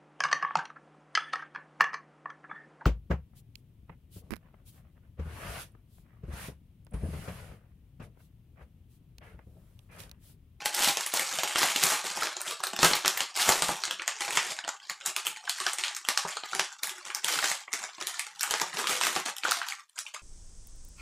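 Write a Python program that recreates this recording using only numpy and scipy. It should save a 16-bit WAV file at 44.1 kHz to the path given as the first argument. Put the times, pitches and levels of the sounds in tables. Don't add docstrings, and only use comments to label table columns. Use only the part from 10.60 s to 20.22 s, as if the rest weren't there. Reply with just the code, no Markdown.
import sys
import numpy as np
from scipy import signal
from scipy.fft import rfft, irfft
from scipy.io import wavfile
from scipy.ndimage import uniform_filter1d

SR = 44100
rng = np.random.default_rng(int(sys.argv[2]) if len(sys.argv) > 2 else 0)


def voltage_ratio(decibels):
    exponent = np.asarray(decibels, float) / 20
    return 10 ** exponent


def store_wav(level_fs):
    pcm = np.round(np.clip(np.atleast_2d(level_fs), -1, 1) * 32767)
    wavfile.write(sys.argv[1], SR, pcm.T.astype(np.int16))


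N = 424241

# (t/s, nominal peak level/dB, ring of the foil patch f/Hz,
#  nominal bass level re peak/dB, nominal treble level re peak/dB)
BIG_CREASES = [(0.02, -21, 832, -21, -36), (0.057, -8, 810, -30.5, -15), (0.146, -15.5, 4930, -53, -1),
               (0.244, -7.5, 3800, -38, -19), (0.273, -12, 800, -22, -52), (0.37, -9, 4000, -28, -21),
               (0.462, -19.5, 2000, -25, -2), (0.537, -9.5, 894, -27.5, -12),
               (0.594, -12, 1940, -21, -11.5), (0.786, -9, 680, -30, -21), (0.793, -20, 2470, -28, -25),
               (0.833, -8.5, 829, -26.5, -24), (0.908, -20.5, 1930, -37, -45),
               (0.943, -26.5, 2280, -44, -36), (0.957, -5.5, 780, -33.5, -39),
               (0.982, -8.5, 1140, -37, -34), (1.016, -10, 1120, -20, -32), (1.03, -3.5, 820, -29.5, -25),
               (1.084, -11.5, 1210, -47, -46), (1.16, -6, 3310, -27, -19.5), (1.236, -4, 5500, -26, -7),
               (1.267, -8, 7270, -30, -25), (1.319, -11.5, 1230, -24, -28), (1.441, -17.5, 1950, -13, -16),
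               (1.571, -17, 832, -20, -21), (1.621, -12.5, 1420, -26, -35), (1.632, -9, 1790, -30, -22),
               (1.67, -12, 1520, -28, -35), (1.766, -16, 790, -30.5, -25), (1.815, -17.5, 8900, -42, -14),
               (1.879, -17, 3350, -35, -12), (1.909, -13, 1290, -33.5, -25.5), (2.002, -18, 1130, -27, -26),
               (2.036, -7, 1310, -41.5, -15), (2.068, -15.5, 3660, -21, -13.5),
               (2.132, -16.5, 740, -18.5, -19), (2.163, -11.5, 3000, -30, -18), (2.189, -9, 3700, -25, -35),
               (2.229, -1.5, 1220, -20, -36), (2.244, -5, 600, -18.5, -27), (2.312, -9, 3320, -11.5, -50),
               (2.333, -3, 4370, -33, -39), (2.352, -15, 895, -45, -8), (2.447, -10.5, 850, -29, -42),
               (2.458, -3.5, 2150, -40.5, -24), (2.478, -3.5, 3140, -39, -13.5),
               (2.573, -11.5, 1860, -40, -12), (2.604, -8, 2640, -35, -27.5), (2.763, -22, 1980, -26, -4.5),
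               (2.796, -8, 1950, -35.5, -33), (2.876, -16.5, 4860, -9, -30), (2.89, -0.5, 826, -25, -17),
               (2.921, -5.5, 883, -33, -37.5), (3.021, -1.5, 3000, -25.5, -22.5),
               (3.09, -11.5, 850, -22.5, -65.5), (3.11, -19, 1370, -18.5, -27),
               (3.122, -22, 1000, -20, -44), (3.218, -23, 3000, -43, -31), (3.236, -8.5, 3000, -56, -25),
               (3.252, -9, 6820, -85, -22), (3.278, -12.5, 3030, -30, -47), (3.309, -7, 2980, -35, -17.5),
               (3.395, -15, 2500, -33.5, -47), (3.419, -14, 1960, -36, -27),
               (3.477, -6, 1710, -36.5, -24.5), (3.511, -16, 4500, -40, -34), (3.606, -13, 1420, -28, -23),
               (3.618, -11, 1860, -66, -29), (3.679, -14.5, 770, -30, -41), (3.706, -9.5, 2650, -38, -21),
               (3.727, -23.5, 2920, -13, -5), (3.771, -1.5, 1200, -49, -37.5), (3.969, -34, 2200, -40, -28),
               (3.988, -9.5, 1560, -41, -37), (4.039, -21, 3000, -19, -29), (4.047, -15.5, 2000, -28, -37),
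               (4.077, -13, 850, -33, -26), (4.089, -12.5, 850, -35.5, -19), (4.2, -23, 2910, -52, -25),
               (4.219, -28, 1500, -45, -30), (4.296, -12.5, 1840, -30, -17), (4.41, -20, 3060, -40, -30),
               (4.46, -10.5, 7000, -77, -11), (4.563, -8, 3000, -37, -15), (4.657, -18, 2680, -43, -12),
               (4.667, -10, 2840, -33, -11), (4.875, -15.5, 1540, -58, -53),
               (4.894, -7.5, 4700, -70, -16.5), (5.001, -9, 1080, -34.5, -33),
               (5.064, -7.5, 1520, -39, -33), (5.087, -18, 3000, -28, -22), (5.132, -19, 7600, -28, -6),
               (5.184, -11.5, 2960, -30.5, -23), (5.236, -6, 3050, -101, -32), (5.28, -14, 3380, -48, -24),
               (5.348, -18.5, 6680, -52, -11), (5.364, -14, 1380, -75, -15), (5.449, -17, 3100, -32.5, -16),
               (5.486, -4, 2000, -36, -21), (5.574, -2.5, 1430, -49, -20.5),
               (5.649, -12, 800, -32.5, -65.5), (5.725, -20, 3170, -38, -18),
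               (5.768, -12.5, 1250, -32, -25), (5.835, -13, 2020, -24, -38.5), (5.931, -13, 1480, -24, -34),
               (5.949, -12, 1950, -26, -16), (5.994, -3, 1680, -32, -25.5), (6.232, -11, 3730, -38, -10),
               (6.271, -21, 1980, -56, -6), (6.293, -17, 3530, -60, -13), (6.41, -21.5, 1120, -51, -31),
               (6.501, -17, 2260, -36, -49), (6.547, -10.5, 5260, -66, -9), (6.644, -7, 3400, -28, -12),
               (6.682, -7.5, 1900, -62, -24), (6.755, -15, 1500, -29, -23), (6.787, -12.5, 1500, -38, -37),
               (6.826, -9.5, 1810, -32, -45), (6.841, -6.5, 1700, -33, -23.5), (6.914, -10, 1930, -32, -21),
               (7.079, -22, 1200, -22, -49), (7.129, -10.5, 6500, -55, -21), (7.135, -9.5, 2040, -27, -18),
               (7.238, -12.5, 1600, -25, -26.5), (7.29, -18.5, 1540, -34, -49),
               (7.382, -19.5, 1060, -19, -39), (7.411, -16, 1110, -18, -23), (7.424, -20, 3500, -35, -13),
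               (7.469, -13, 4000, -42, -10.5), (7.542, -18.5, 1390, -45, -22), (7.593, -12, 2380, -60, -15),
               (7.666, -15.5, 1370, -33, -27), (7.794, -16, 4150, -78, -17),
               (7.808, -10.5, 1800, -101, -16), (7.83, -12.5, 8200, -77, -3), (7.835, -10, 4470, -60, -51),
               (7.908, -9, 6370, -29, -18), (7.938, -6, 1840, -31, -38), (7.998, -12.5, 1910, -31.5, -19),
               (8.014, -10, 960, -29, -22.5), (8.129, -17.5, 1840, -47, -47), (8.169, -14, 824, -27, -32),
               (8.189, -15, 1250, -25, -26), (8.241, -12, 1130, -37, -47), (8.27, -6, 3350, -70, -23),
               (8.411, -5.5, 960, -42, -31), (8.435, -5.5, 2660, -52, -31), (8.467, -9, 1240, -45, -37),
               (8.561, -8.5, 1180, -25.5, -42), (8.659, -10.5, 1270, -31, -23),
               (8.685, -17.5, 1690, -29, -48), (8.765, -16, 3340, -64, -14), (8.782, -17.5, 3260, -35, -14),
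               (8.834, -10.5, 2260, -33, -31), (8.849, -9.5, 1380, -38, -57), (8.882, -10, 1190, -31, -39),
               (8.89, -14, 4000, -43, -31), (8.91, -5.5, 1180, -39, -11.5), (8.918, -3, 1360, -71, -33),
               (9.015, -10.5, 1470, -54, -49), (9.03, -21, 1420, -60, -19), (9.085, -15.5, 3200, -61, -13),
               (9.099, -16, 5220, -59, -21), (9.121, -16.5, 2160, -51, -51), (9.295, -37, 9000, -41, -2),
               (9.358, -26, 1780, -25, -20), (9.38, -17.5, 3000, -47, -30), (9.388, -16, 5400, -56, -8),
               (9.464, -20, 2680, -71, -23), (9.543, -20, 6290, -61, -25), (9.561, -23, 1190, -45, -37)]


def snaps():
    lag_numerator, lag_denominator = 0.35, 343
    plain_bass_db, plain_treble_db = -27.5, -25.5
    snap_ms, log_spread = 2.4, 0.25
    s, db, ring_hz, bass_db, treble_db = np.transpose(BIG_CREASES)
    luck = np.exp(log_spread * rng.standard_normal(len(s)))
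    length_ms = snap_ms * (2000 / ring_hz) ** 0.3 * luck
    sounding_s = s + lag_numerator / lag_denominator
    belly_db = bass_db - plain_bass_db
    crisp_db = treble_db - plain_treble_db
    return creases(sounding_s, db, length_ms, ring_hz, belly_db, crisp_db, ring_db=8, patchy_db=4.5)


def swarm():
    creases_per_s = 700
    count = int(creases_per_s * N / SR)
    luck = rng.random((count, 4))
    s = luck[:, 0] * (N - 1) / SR
    db, belly_db, crisp_db = kneading(s)
    uneven = np.clip(1.4 - (db + 42) / 25, 0.6, 1.4)
    size_db = uneven * np.minimum(-3.8 * np.log(1 - luck[:, 1]), 11)
    avalanche = rng.random((400, 2))[(s * 40).astype(int)]
    db = db + 7.7 * (avalanche[:, 0] - 0.5)
    ring_hz = 700 * 2 ** (2.46 * avalanche[:, 1] + luck[:, 3])
    length_ms = 0.46 + 3.2 * luck[:, 2] ** 3
    return creases(s, db + size_db, length_ms, ring_hz, belly_db, crisp_db, ring_db=6.5, patchy_db=2.0)


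# (t of full force/s, nominal peak level of the faintest creases/dB, t held/s, belly level/dB)
FINGER_SQUEEZES = [(0.0, -29, 0.006, 1), (0.161, -23, 0.06, -1), (0.24, -19, 0.025, -14),
                   (0.39, -24, 0.014, -18), (0.46, -30.5, 0.021, -2), (0.55, -24.5, 0.073, -10.5),
                   (0.7, -28, 0.086, -3), (0.8, -30, 0.018, -21), (0.987, -16.5, 0.02, -8),
                   (1.165, -29, .04, -7), (1.232, -21.5, 0.079, -7), (1.6, -39, 0.033, -8),
                   (1.85, -33, 0.048, 1), (2.238, -16, 0.0086, -5), (2.46, -34.5, 0.2, -0.5),
                   (2.78, -21.5, 0.046, -11), (2.885, -19, 0.0088, 2), (3.03, -30, 0.076, -9),
                   (3.24, -47.5, 0.19, 27), (3.6, -33, 0.12, -3), (3.751, -28.5, 0.12, -1),
                   (4.08, -34.5, 0.0062, -5), (4.3, -36, 0.009, -5), (4.46, -31, 0.0087, -4),
                   (4.657, -35, 0.0054, -1), (4.88, -39, 0.056, -12), (5.015, -32, 0.063, -18),
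                   (5.2, -30, 0.054, -3), (5.49, -38, 0.49, -7), (5.96, -36, 0.06, -27),
                   (6.228, -40.5, 0.054, 2), (6.663, -20.5, 0.02, -6), (6.83, -26.5, 0.068, -12),
                   (7.14, -34.5, 0.044, 1), (7.42, -36.5, 0.066, -17), (7.83, -37, 0.2, 2.5),
                   (7.95, -35, 0.026, -19), (8.143, -28.5, 0.069, 5), (8.28, -21.5, 0.036, -1.5),
                   (8.43, -25, 0.097, -3.5), (8.67, -35, 0.012, -4), (8.85, -32, 0.095, -1),
                   (9.05, -38.5, 0.1, -14), (9.291, -42.5, 0.023, -29), (9.365, -36.5, 0.011, -1),
                   (9.48, -40, 0.031, -19), (9.53, -37.5, 0.018, 4)]
# (t/s, nominal peak level of the faintest creases/dB)
RESTING_GRIP = [(0, -46.5), (1.4, -30.5), (2.1, -40.5), (3.4, -41), (4.2, -43), (5.3, -40.5), (6.1, -46.5),
                (6.5, -34), (7.0, -41.5), (7.6, -42.5), (8.1, -42.5), (9.1, -48), (9.17, -68), (9.23, -77),
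                (9.33, -70), (9.62, -55)]


def kneading(s):
    rise_db_per_s, release_db_per_s = 450, 120.5
    slack_belly_db = -4
    crisp_db_per_db = 0.0246
    full, peak_db, held, belly_db = np.transpose(FINGER_SQUEEZES)[:, :, None]
    building_s = np.maximum(full - s, 0)
    released_s = np.maximum(s - full - held, 0)
    db = peak_db - rise_db_per_s * building_s - release_db_per_s * released_s
    grip_db = np.interp(s, *np.transpose(RESTING_GRIP))
    power, rest = voltage_ratio(db) ** 2, voltage_ratio(grip_db) ** 2
    total = power.sum(axis=0) + rest
    level_db = 10 * np.log10(total)
    mean_belly_db = ((power * belly_db).sum(axis=0) + rest * slack_belly_db) / total
    crisp_db = crisp_db_per_db * (level_db - grip_db) + 7.5
    return level_db, mean_belly_db, crisp_db


def creases(s, db, length_ms, ring_hz, belly_db, crisp_db, ring_db, patchy_db):
    grain = 1024
    belly_low_hz = 126
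    x = np.arange(grain) / SR * 1000 / length_ms[:, None]
    hz = np.fft.rfftfreq(grain, 1 / SR)
    luck = rng.standard_normal((len(s), grain + 16))
    shape = np.sqrt(x) * (np.exp(-2.2 * x ** 2) + 0.5 * np.exp(-x))
    shape = shape + 1.3 * np.exp(-x / 0.08)

    low = 1 / (1 + (hz / 650) ** 4)
    edge_hz = 8500 * voltage_ratio(0.4 * np.minimum(crisp_db + 12, 0))[:, None]
    high = 1 / (1 + (edge_hz / (hz + 1)) ** 4)

    place = np.sqrt(hz / hz[-1]) * 16 - np.arange(16)[:, None]
    peaks = luck[:, :16] @ np.exp(-0.5 * place ** 2 / 0.084)
    patch = causal(patchy_db * peaks * (1 - low))
    octaves_off = np.log2((hz + 1) / ring_hz[:, None])
    ring = causal(ring_db * np.exp(-0.5 * (octaves_off / 0.2) ** 2))
    belly = belly_db[:, None]
    belly_limit = 1.5 + (belly > 0) * (belly_low_hz / (hz + 1)) ** 4
    tone = causal(np.minimum(belly, 30) * low / belly_limit + crisp_db[:, None] * high)

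    burst = rfft(luck[:, 16:] * shape)
    spread = uniform_filter1d(np.abs(burst), size=9, axis=1)
    burst = burst * np.sqrt(spread.mean(axis=1, keepdims=True) / spread) * ring
    loud = np.abs(irfft(burst * patch * (1 - high))).max(axis=1)
    strength = np.sqrt((shape ** 2).sum(axis=1, keepdims=True))
    sign = np.sign(luck[:, -1:])
    around = strength * sign * np.sqrt(patch) * np.sqrt(ring)
    gain = tone * (voltage_ratio(db) / loud)[:, None]
    waves = irfft(np.stack([burst * patch, around], axis=1) * gain[:, None])
    out = np.zeros((2, N + grain))
    for start, wave in zip((s * SR).astype(int), waves):
        out[:, start:start + grain] += wave
    return out[:, :N]


# (f/Hz, level/dB)
FOIL_COLOUR = [(25, -5), (100, -9.5), (160, -7.5), (500, -4), (850, -2.5), (7300, -6.5), (11000, -15),
               (15000, -20.5), (16500, -50)]


def foil(bursts):
    hz = np.fft.rfftfreq(4096, 1 / SR)
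    colour = irfft(causal(on_hz(FOIL_COLOUR, hz)))
    return signal.fftconvolve(bursts, colour[None], axes=1)[:, :N]


# (nominal f/Hz, nominal level re tail/dB)
BEDROOM_MODES = [(168, -19.5), (375, -17), (540, -24), (680, -25), (820, -17), (880, -23), (1170, -18.5)]
# (nominal t late/s, level/dB)
WALL_ECHOES = [(.008, -19), (.017, -21)]
# (f/Hz, t/s)
DECAY_TIMES = [(200, 0.19), (3000, 0.26), (15000, 0.22)]


def room():
    tail_db, tilt_db = -28.5, -0.5
    mode_drift = 0.04
    t = np.arange(int(0.4 * SR)) / SR
    hz = np.fft.rfftfreq(len(t), 1 / SR)
    air = rfft(rng.standard_normal(len(t)))
    tail = 0
    for centre in 100 * 2. ** np.arange(8):
        band = np.clip(1 - np.abs(np.log2(np.maximum(hz, 1) / centre)), 0, 1)
        start_db = tilt_db * max(np.log2(centre / 2000), 0)
        decay_db = 60 * t / on_hz(DECAY_TIMES, centre)
        tail = tail + irfft(air * band, len(t)) * voltage_ratio(start_db - decay_db)
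    for f, db in BEDROOM_MODES:
        strength = voltage_ratio(db) * rng.uniform(0.3, 1.5)
        mode_hz = f * (1 + mode_drift * rng.standard_normal())
        tail = tail + strength * np.sin(2 * np.pi * mode_hz * t) * np.exp(-t / 0.03)
    tail = voltage_ratio(tail_db) * tail * np.clip(t / 0.008, 0, 1)
    for late, db in WALL_ECHOES:
        tail[int(late * SR * rng.uniform(0.9, 1.1))] += voltage_ratio(db)
    return tail


def on_hz(table, hz):
    f, v = np.transpose(table)
    return np.interp(np.log(np.maximum(hz, 1)), np.log(f), v)


def causal(db):
    c = irfft(db * np.log(10) / 20)
    half = c.shape[-1] // 2
    fold = np.r_[1, 2 * np.ones(half - 1), 1, np.zeros(half - 1)]
    return np.exp(rfft(c * fold))


def scene():
    near, around = foil(snaps() + swarm())
    hop = SR // 10
    sound = np.r_[near, np.zeros(SR)]
    for start in range(0, N, hop):
        echo = signal.fftconvolve(around[start:start + hop], room())
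        sound[start:start + len(echo)] += echo
    return np.tile(sound[:N], (2, 1))


# (f/Hz, level/dB)
NOISE_LEVELS = [(60, -58), (400, -62), (1500, -64.5), (8000, -66)]


def suppressor(sound):
    hz, _, z = signal.stft(sound, SR, nperseg=1024, noverlap=768)
    power = np.abs(z) ** 2
    power = np.where(hz[:, None] > 1200, uniform_filter1d(power, size=5, axis=1), power)
    power = np.maximum(power, signal.lfilter([0.2], [1, -0.8], power, axis=2))
    noise = voltage_ratio(on_hz(NOISE_LEVELS, hz))[:, None] ** 2
    gain = np.maximum((power / (power + noise)) ** 2, voltage_ratio(-26))
    return signal.istft(z * gain, SR, nperseg=1024, noverlap=768)[1][:, :N]


def band_limit(x):
    return signal.sosfilt(signal.butter(12, 16650, fs=SR, output="sos"), x)


def record(dry):
    mix = suppressor(dry)
    return band_limit(mix)


dry = scene()
out = record(dry)
store_wav(out)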